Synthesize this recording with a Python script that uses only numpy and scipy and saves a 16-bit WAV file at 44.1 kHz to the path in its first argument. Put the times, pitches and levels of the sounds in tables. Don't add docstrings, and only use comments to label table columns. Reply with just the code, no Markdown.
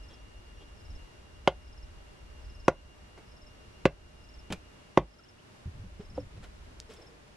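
import sys
import numpy as np
from scipy import signal
from scipy.fft import rfft, irfft
from scipy.io import wavfile
from scipy.ndimage import uniform_filter1d

SR = 44100
rng = np.random.default_rng(int(sys.argv[2]) if len(sys.argv) > 2 else 0)


def int16_out(signal):
    q = np.round(np.clip(np.atleast_2d(signal).T, -1, 1) * 32767)
    wavfile.write(sys.argv[1], SR, q.astype(np.int16))


N = 324752

# frequency in Hz, correlation from -1 to 1.
AIR_LIKENESS = [(50, .92), (90, 0.96), (140, 0.93), (220, 0.15), (600, -0.22), (2500, -0.19),
                (6000, -0.099), (12000, -0.16)]
# frequency in Hz, correlation from -1 to 1.
CLOSE_LIKENESS = [(100, 1), (500, 1), (1500, 1), (4000, 1), (10000, 0.5)]
# frequency in Hz, relative level in dB per Hz.
SOIL_SPECTRUM = [(40, 5), (100, 15.5), (170, 5.5), (330, -7), (600, -32), (1500, -42), (6000, -65)]


def amp(db):
    return 10 ** (np.asarray(db) / 20)


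def unit(x):
    return x / np.sqrt(np.mean(x ** 2) + 1e-20)


def read(points, hz):
    f, value = np.transpose(points)
    return np.interp(np.log(hz + 1), np.log(f + 1), value)


def follow(curve):
    return amp(np.interp(np.arange(N) / SR, *np.transpose(curve)))


def add(mix, s, sound):
    at = round(s * SR)
    sound = sound[..., max(-at, 0):]
    part = mix[:, max(at, 0):][:, :sound.shape[-1]]
    part += sound[..., :part.shape[1]]


def fade(t, t60):
    return np.exp(-np.log(1000) * t / t60)


def noise(spectrum, size, tilt=0, likeness=AIR_LIKENESS):
    hz = np.fft.rfftfreq(size, 1 / SR)
    mid, side = rfft(rng.standard_normal((2, size)))
    same = np.clip(read(likeness, hz), -.999, .999)
    opposite_signs = np.array([[1], [-1]])
    pair = mid * np.sqrt(1 + same) + opposite_signs * side * np.sqrt(1 - same)
    level_db = read(spectrum, hz) + tilt * np.log2(1 + hz / 200)
    return unit(irfft(pair * amp(level_db), size))


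def tone(hz, width):
    f = np.fft.rfftfreq(N, 1 / SR)
    return unit(irfft(rfft(rng.standard_normal(N)) / (1 + (2 * (f - hz) / width) ** 2), N))


def pulse(spectrum, size=4096):
    log_gain = np.log(amp(read(spectrum, abs(np.fft.fftfreq(size, 1 / SR)))))
    minimum_phase = np.exp(np.conj(signal.hilbert(log_gain)))
    return np.fft.ifft(minimum_phase).real[:size // 2]


def ring(modes, pitch, rise, t):
    longest_cycles = 28
    swing = 0
    for k, (hz, db, t60) in enumerate(modes):
        decay = fade(t, min(t60, longest_cycles / hz))
        swing = swing + (-1) ** k * amp(db) * decay * np.sin(2 * np.pi * hz * pitch * t)
    return swing * (1 - np.exp(-t / rise))


def outdoors(sound, delay=0.0023):
    # frequency in Hz, relative level in dB.
    scatter_spectrum = [(60, -10.5), (130, -23), (300, -25), (600, -10.5), (1200, -16), (2000, -12),
                        (3300, -12.5), (6000, -12), (12000, -14.5)]
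    # frequency in Hz, t60 in seconds.
    scatter_t60 = [(70, 0.24), (200, 0.19), (600, 0.12), (2500, 0.115), (5000, 0.084), (12000, 0.038)]
    white = noise([(20, 0), (20000, 0)], size=SR // 2, likeness=CLOSE_LIKENESS)
    hz, t, bands = signal.stft(white, SR, nperseg=256)
    t60 = read(scatter_t60, hz)[:, None]
    unit_energy = np.sqrt(2 * np.log(1000) / (t60 * SR))
    bands = bands * fade(t, t60) * amp(read(scatter_spectrum, hz))[:, None] * unit_energy
    tail = signal.istft(bands, SR, nperseg=256)[1]
    tail *= 1 - np.exp(-(np.arange(tail.shape[1]) / SR / delay) ** 2)
    tail[:, 0] += 1
    return signal.fftconvolve(np.atleast_2d(sound), tail, axes=1)


def place(pair, lag, right_db):
    spectra = rfft(pair)
    spectra[0] *= np.exp(-2j * np.pi * np.fft.rfftfreq(N, 1 / SR) * lag)
    return irfft(spectra, N) * amp([[-right_db / 2], [right_db / 2]])


def hiss(level_db=-56, swell_db=-0.5):
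    # frequency in Hz, relative level in dB per Hz.
    shore_spectrum = [(59, -32.5), (100, -2), (123, -9), (353, -11.5), (425, -11.5), (592, -16.5),
                      (824, -16), (1730, -20), (2680, -22.5), (2910, -23), (4130, -27), (5190, -28),
                      (5870, -30), (11600, -39), (14000, -64)]
    swell = amp(swell_db * tone(hz=0.77, width=4.0))
    return amp(level_db) * noise(shore_spectrum, size=N) * swell


def breeze(gust_db=1.55):
    # time in seconds, level in dB.
    strength = [(0, -49.5), (.72, -54), (.95, -41.5), (1.1, -57), (1.85, -47), (2.1, -54), (2.56, -46),
                (3.1, -57), (4.55, -51), (4.8, -63), (5.55, -65.5), (5.8, -49), (6.7, -52), (7.36, -66)]
    # frequency in Hz, relative level in dB per Hz.
    rumble_spectrum = [(15, -8), (30, -1), (52, 3), (80, -1), (120, -25), (200, -29.5), (400, -76)]
    flutter = amp(gust_db * tone(hz=6, width=4.3))
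    return follow(strength) * flutter * noise(rumble_spectrum, size=N)


def throb(per_s=7.3, uneven=0.386, wander_db=2.0, dip_db=-5):
    beats = np.cumsum(per_s * (1 + uneven * tone(hz=1, width=5))) / SR
    return amp(wander_db * tone(hz=1, width=24) + dip_db * np.sin(np.pi * beats) ** 4)


def insect(level_db=-2, overtone_db=-13, pitch_hz=2818, waver_hz=12):
    # time in seconds, level in dB.
    course = [(0, -65.5), (.8, -65.5), (2.2, -69), (2.6, -65), (3.2, -68), (4.6, -67.5), (5.3, -74.5),
              (7.36, -81.5)]
    turns = np.cumsum(pitch_hz + waver_hz * tone(hz=1, width=86)) / SR
    voice = unit(np.sin(2 * np.pi * turns) * throb())
    voice = voice + amp(overtone_db) * tone(2 * pitch_hz, width=110)
    return amp(level_db) * follow(course) * voice


def far_hums():
    # frequency in Hz, width in Hz, level in dB.
    hums = [(350.6, 13, -78.5), (603.5, 43, -72)]
    return sum(amp(db) * tone(hz, width) for hz, width, db in hums)


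def chirp(start_hz, end_hz, length):
    u = np.linspace(0, 1, round(length * SR))
    hz = start_hz + (end_hz - start_hz) * u
    whistle = np.sin(2 * np.pi * np.cumsum(hz) / SR)
    return outdoors(np.sin(np.pi * np.sqrt(u)) ** 2 * whistle)


def birds(top_hz=5530, fall_hz=800, length=0.029, gap=.0505, softer_db=7, lower_hz=12,
          lead_gap=.028, lead_db=-4.5, last_db=-56.5):
    # time of the last chirp's peak in seconds, number of chirps.
    runs = [(.141, 4), (.958, 4), (1.831, 4), (2.654, 5), (3.473, 4), (4.395, 4), (5.292, 4), (6.206, 4),
            (7.073, 4)]
    # start in seconds, level in dB, start in Hz, end in Hz, length in seconds.
    peeps = [(5.192, -55.5, 1420, 1240, 0.023), (5.251, -62.5, 2850, 3470, .035),
             (5.381, -60, 2505, 3920, .042)]
    out = np.zeros((2, N))
    for s, count in runs:
        for back in range(round(count)):
            hz = top_hz - lower_hz * back ** 2 + rng.normal(0, 20)
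            start = s - back * gap - length / 4
            note = amp(last_db - softer_db * (back / count) ** 2) * chirp(hz, hz - fall_hz, length)
            add(out, start, note)
        for lead in range(1, 3):
            add(out, start - lead * lead_gap, amp(lead * lead_db) * note)
    for s, db, *glide in peeps:
        add(out, s, amp(db) * chirp(*glide))
    return out


def rub(db, rise, peak_db, t60, tilt, hz, t, grain_db=1.0, sharpness=16):
    # frequency in Hz, relative level in dB per Hz.
    bark_spectrum = [(100, 0), (400, 9.5), (900, 3), (1500, -1), (3000, 1), (5000, -4), (9000, -8),
                     (14000, -23)]
    roughness = unit(uniform_filter1d(rng.standard_normal(len(t)), size=60))
    grains = unit(amp(grain_db * roughness))
    friction = grains * noise(bark_spectrum, size=len(t), tilt=tilt, likeness=CLOSE_LIKENESS)
    resonance = signal.lfilter(*signal.iirpeak(hz, sharpness, SR), friction)
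    friction = friction + (amp(peak_db) - 1) * resonance
    return amp(db) * unit(friction) * np.minimum(t / rise, 1) * fade(np.maximum(t - rise, 0), t60)


def rubs(strokes, rise, peak_db):
    out, t = np.zeros((2, N)), np.arange(SR // 2) / SR
    for s, db, *stroke in strokes:
        add(out, s, rub(db, rise, peak_db, *stroke, t))
    return out


def scrapes():
    # start in seconds, level in dB, t60 in seconds, tilt in dB per octave, resonance in Hz.
    strokes = [(.09, -56, 0.42, -2.5, 3380), (0.595, -54, 0.12, -3.5, 3320), (4.508, -44, 0.14, -2.5, 2420),
               (5.988, -48, 0.12, -4.5, 430), (6.15, -53.5, 0.15, -2.5, 1440), (6.352, -53, 0.074, -4, 505),
               (6.42, -49.5, 0.11, -1.5, 1420), (6.888, -47, 0.25, -1.5, 434),
               (6.975, -54.5, 0.78, -2.5, 465)]
    return rubs(strokes, rise=0.023, peak_db=12.5)


def mallet(crush_db=-21, crush_t60=0.03, crush_rise=0.0005, push_db=23, push_delay=0.00163):
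    # start in seconds, level in dB, pitch factor, then the colour as dB of thud, hollow ring,
    # tock, clack, rap, crack and fizz.
    blows = [(1.4745, 0.5, 1.01, 2.5, 4, 2.5, 5, 1, 8.5, -1),
             (2.6806, 5, 0.97, 3.1, 0.1, -1.5, 3, -2.7, -6.5, -3.8),
             (3.8539, 5, .99, 6.8, -0.5, -9, 4, -1.8, 1.5, -5),
             (4.9734, 5, 0.97, 7.7, 0.5, 1, 1, 0.34, -4, -6.5)]
    colour_hz = [300, 560, 950, 1450, 2100, 3200, 5500]
    # frequency in Hz, level in dB, t60 in seconds.
    wood_modes = [(52.5, -40.5, 0.26), (73, -50, 0.2), (143.4, -26, 0.075), (219.3, -19.5, 0.033),
                  (313, -16.5, 0.031), (381, -14.5, 0.041), (538, -11.5, 0.045), (596, -9.5, 0.024),
                  (726, -18.5, 0.063), (790, -46, 0.023), (960, -23, 0.068), (1115, -11, 0.055),
                  (1434, -15.5, .03), (1565, -29.5, 0.028), (2076, -11, 0.025), (2670, -20.5, 0.021),
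                  (3150, -29.5, 0.0048), (4300, -31.5, 0.005)]
    # frequency in Hz, relative level in dB per Hz.
    crush_spectrum = [(200, -12.5), (800, 1.5), (1750, -2), (2300, 0.5), (3200, -3), (4000, -7.5),
                      (6500, -8), (8000, -19), (11000, -26), (14000, -42.5)]
    # frequency in Hz, relative level in dB.
    push_spectrum = [(40, -26), (90, -18.5), (160, 1), (320, 1), (480, -25.5), (800, -0.5), (1050, 3),
                     (1300, -8), (1800, -23), (3000, -25), (8000, -41), (14000, -57.5)]
    out, t = np.zeros((2, N)), np.arange(SR // 4) / SR
    for s, db, pitch, *colour in blows:
        grit = noise(crush_spectrum, size=len(t), likeness=CLOSE_LIKENESS)
        blow = grit * amp(crush_db) * fade(t, crush_t60) * (1 - np.exp(-t / crush_rise))
        blow += ring(wood_modes, pitch, t=t, rise=0.0013)
        add(blow, push_delay, amp(push_db) * pulse(push_spectrum))
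        spot = pulse(list(zip(colour_hz, colour)))
        blow = signal.fftconvolve(blow, spot[None], axes=1)
        add(out, s, amp(db) * outdoors(blow))
    return out


def grazes():
    # start in seconds, level in dB, t60 in seconds, tilt in dB per octave, resonance in Hz.
    strokes = [(3.1754, -50, 0.15, -3.5, 2170), (4.502, -34, 0.09, -5.5, 3180),
               (4.5234, -29, 0.048, -0.5, 1480), (6.935, -54, .08, 3, 1000),
               (6.964, -56.5, .08, -0.5, 3470)]
    return rubs(strokes, rise=.001, peak_db=8)


def thuds(rise=0.0025, soil_db=-8, heel_db=-13.5, heel_ratio=2.18, heel_t60=0.062):
    # start in seconds, level in dB, frequency in Hz before the pitch factors below, t60 in seconds.
    impacts = [(4.502, -30.5, 193, 0.077), (4.527, -31, 198, 0.09), (5.658, -23.5, 90.8, 0.13),
               (5.786, -38.5, 105, 0.33), (5.836, -40, 200, 0.17), (5.996, -29.5, 208, 0.041),
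               (6.183, -36.5, 90, 0.18), (6.708, -38.5, 122, 0.089)]
    out, t = np.zeros((2, N)), np.arange(SR // 2) / SR
    for s, db, hz, t60 in impacts:
        grit = noise(SOIL_SPECTRUM, size=len(t), likeness=CLOSE_LIKENESS)
        soil = amp(db + soil_db) * grit * fade(t, t60) * (1 - np.exp(-t / rise))
        ground = ring([(hz, db, t60)], 0.93, rise, t)
        heel = ring([(hz * heel_ratio, db + heel_db, heel_t60)], 0.853, rise, t)
        add(out, s, outdoors(ground + heel + soil))
    return out


def knocks():
    # start in seconds, level in dB, pitch factor.
    hits = [(4.5026, -34, 0.64), (6.004, -59, 0.99), (6.177, -21, 0.99)]
    # frequency in Hz, relative level in dB, t60 in seconds.
    pole_modes = [(292, -8, 0.14), (517, 1.5, 0.1), (573, -6, 0.096), (756, 2, 0.017), (990, -12.5, 0.023),
                  (1260, -11.5, 0.016)]
    out, t = np.zeros((2, N)), np.arange(SR // 2) / SR
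    for s, db, pitch in hits:
        add(out, s, amp(db) * outdoors(ring(pole_modes, pitch, t=t, rise=0.0042)))
    return out


def shuffles():
    # start in seconds, level in dB, length in seconds.
    steps = [(5.723, -45.5, 0.1), (6.069, -46.5, 0.24), (6.319, -47.5, .12)]
    out, t = np.zeros((2, N)), np.arange(SR // 2) / SR
    for s, db, length in steps:
        soil = noise(SOIL_SPECTRUM, size=len(t), likeness=CLOSE_LIKENESS)
        add(out, s, amp(db) * soil * np.sin(np.pi * np.minimum(t / length, 1)))
    return out


def twig_snap(s=6.8015, peak_db=-25.5):
    # frequency in Hz, relative level in dB per Hz.
    twig_spectrum = [(500, -17), (2000, -11), (3200, -3), (5000, 4), (7800, -3), (10000, -16), (14000, -25)]
    out = np.zeros((2, N))
    snap = pulse(twig_spectrum)
    add(out, s, amp(peak_db) * outdoors(snap / abs(snap).max()))
    return out


def scene():
    shore = hiss() + breeze() + insect() + far_hums()
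    handling = scrapes() + grazes() + thuds() + knocks() + shuffles() + twig_snap()
    work = place(mallet() + handling, lag=.000018, right_db=0.44)
    return work + place(birds(), lag=-0.000027, right_db=-1.5) + shore


def record(dry, threshold_db=-25, slope=0.19, recovery_db=36, ceiling=.7, edge_hz=14500):
    power_db = 10 * np.log10(abs(uniform_filter1d((dry ** 2).mean(0), size=200)) + 1e-12)
    fall = np.arange(N) * recovery_db / SR
    held_db = np.maximum.accumulate(power_db + fall) - fall
    over_db = np.maximum(held_db - threshold_db, 0)
    ducked = dry / amp(slope * uniform_filter1d(over_db, size=100))
    rounded = ducked / (1 + (ducked / ceiling) ** 4) ** .25
    low_pass = signal.firwin(255, edge_hz, window=("kaiser", 9), fs=SR)
    return signal.oaconvolve(rounded, low_pass[None], "same")


dry = scene()
out = record(dry)
int16_out(out)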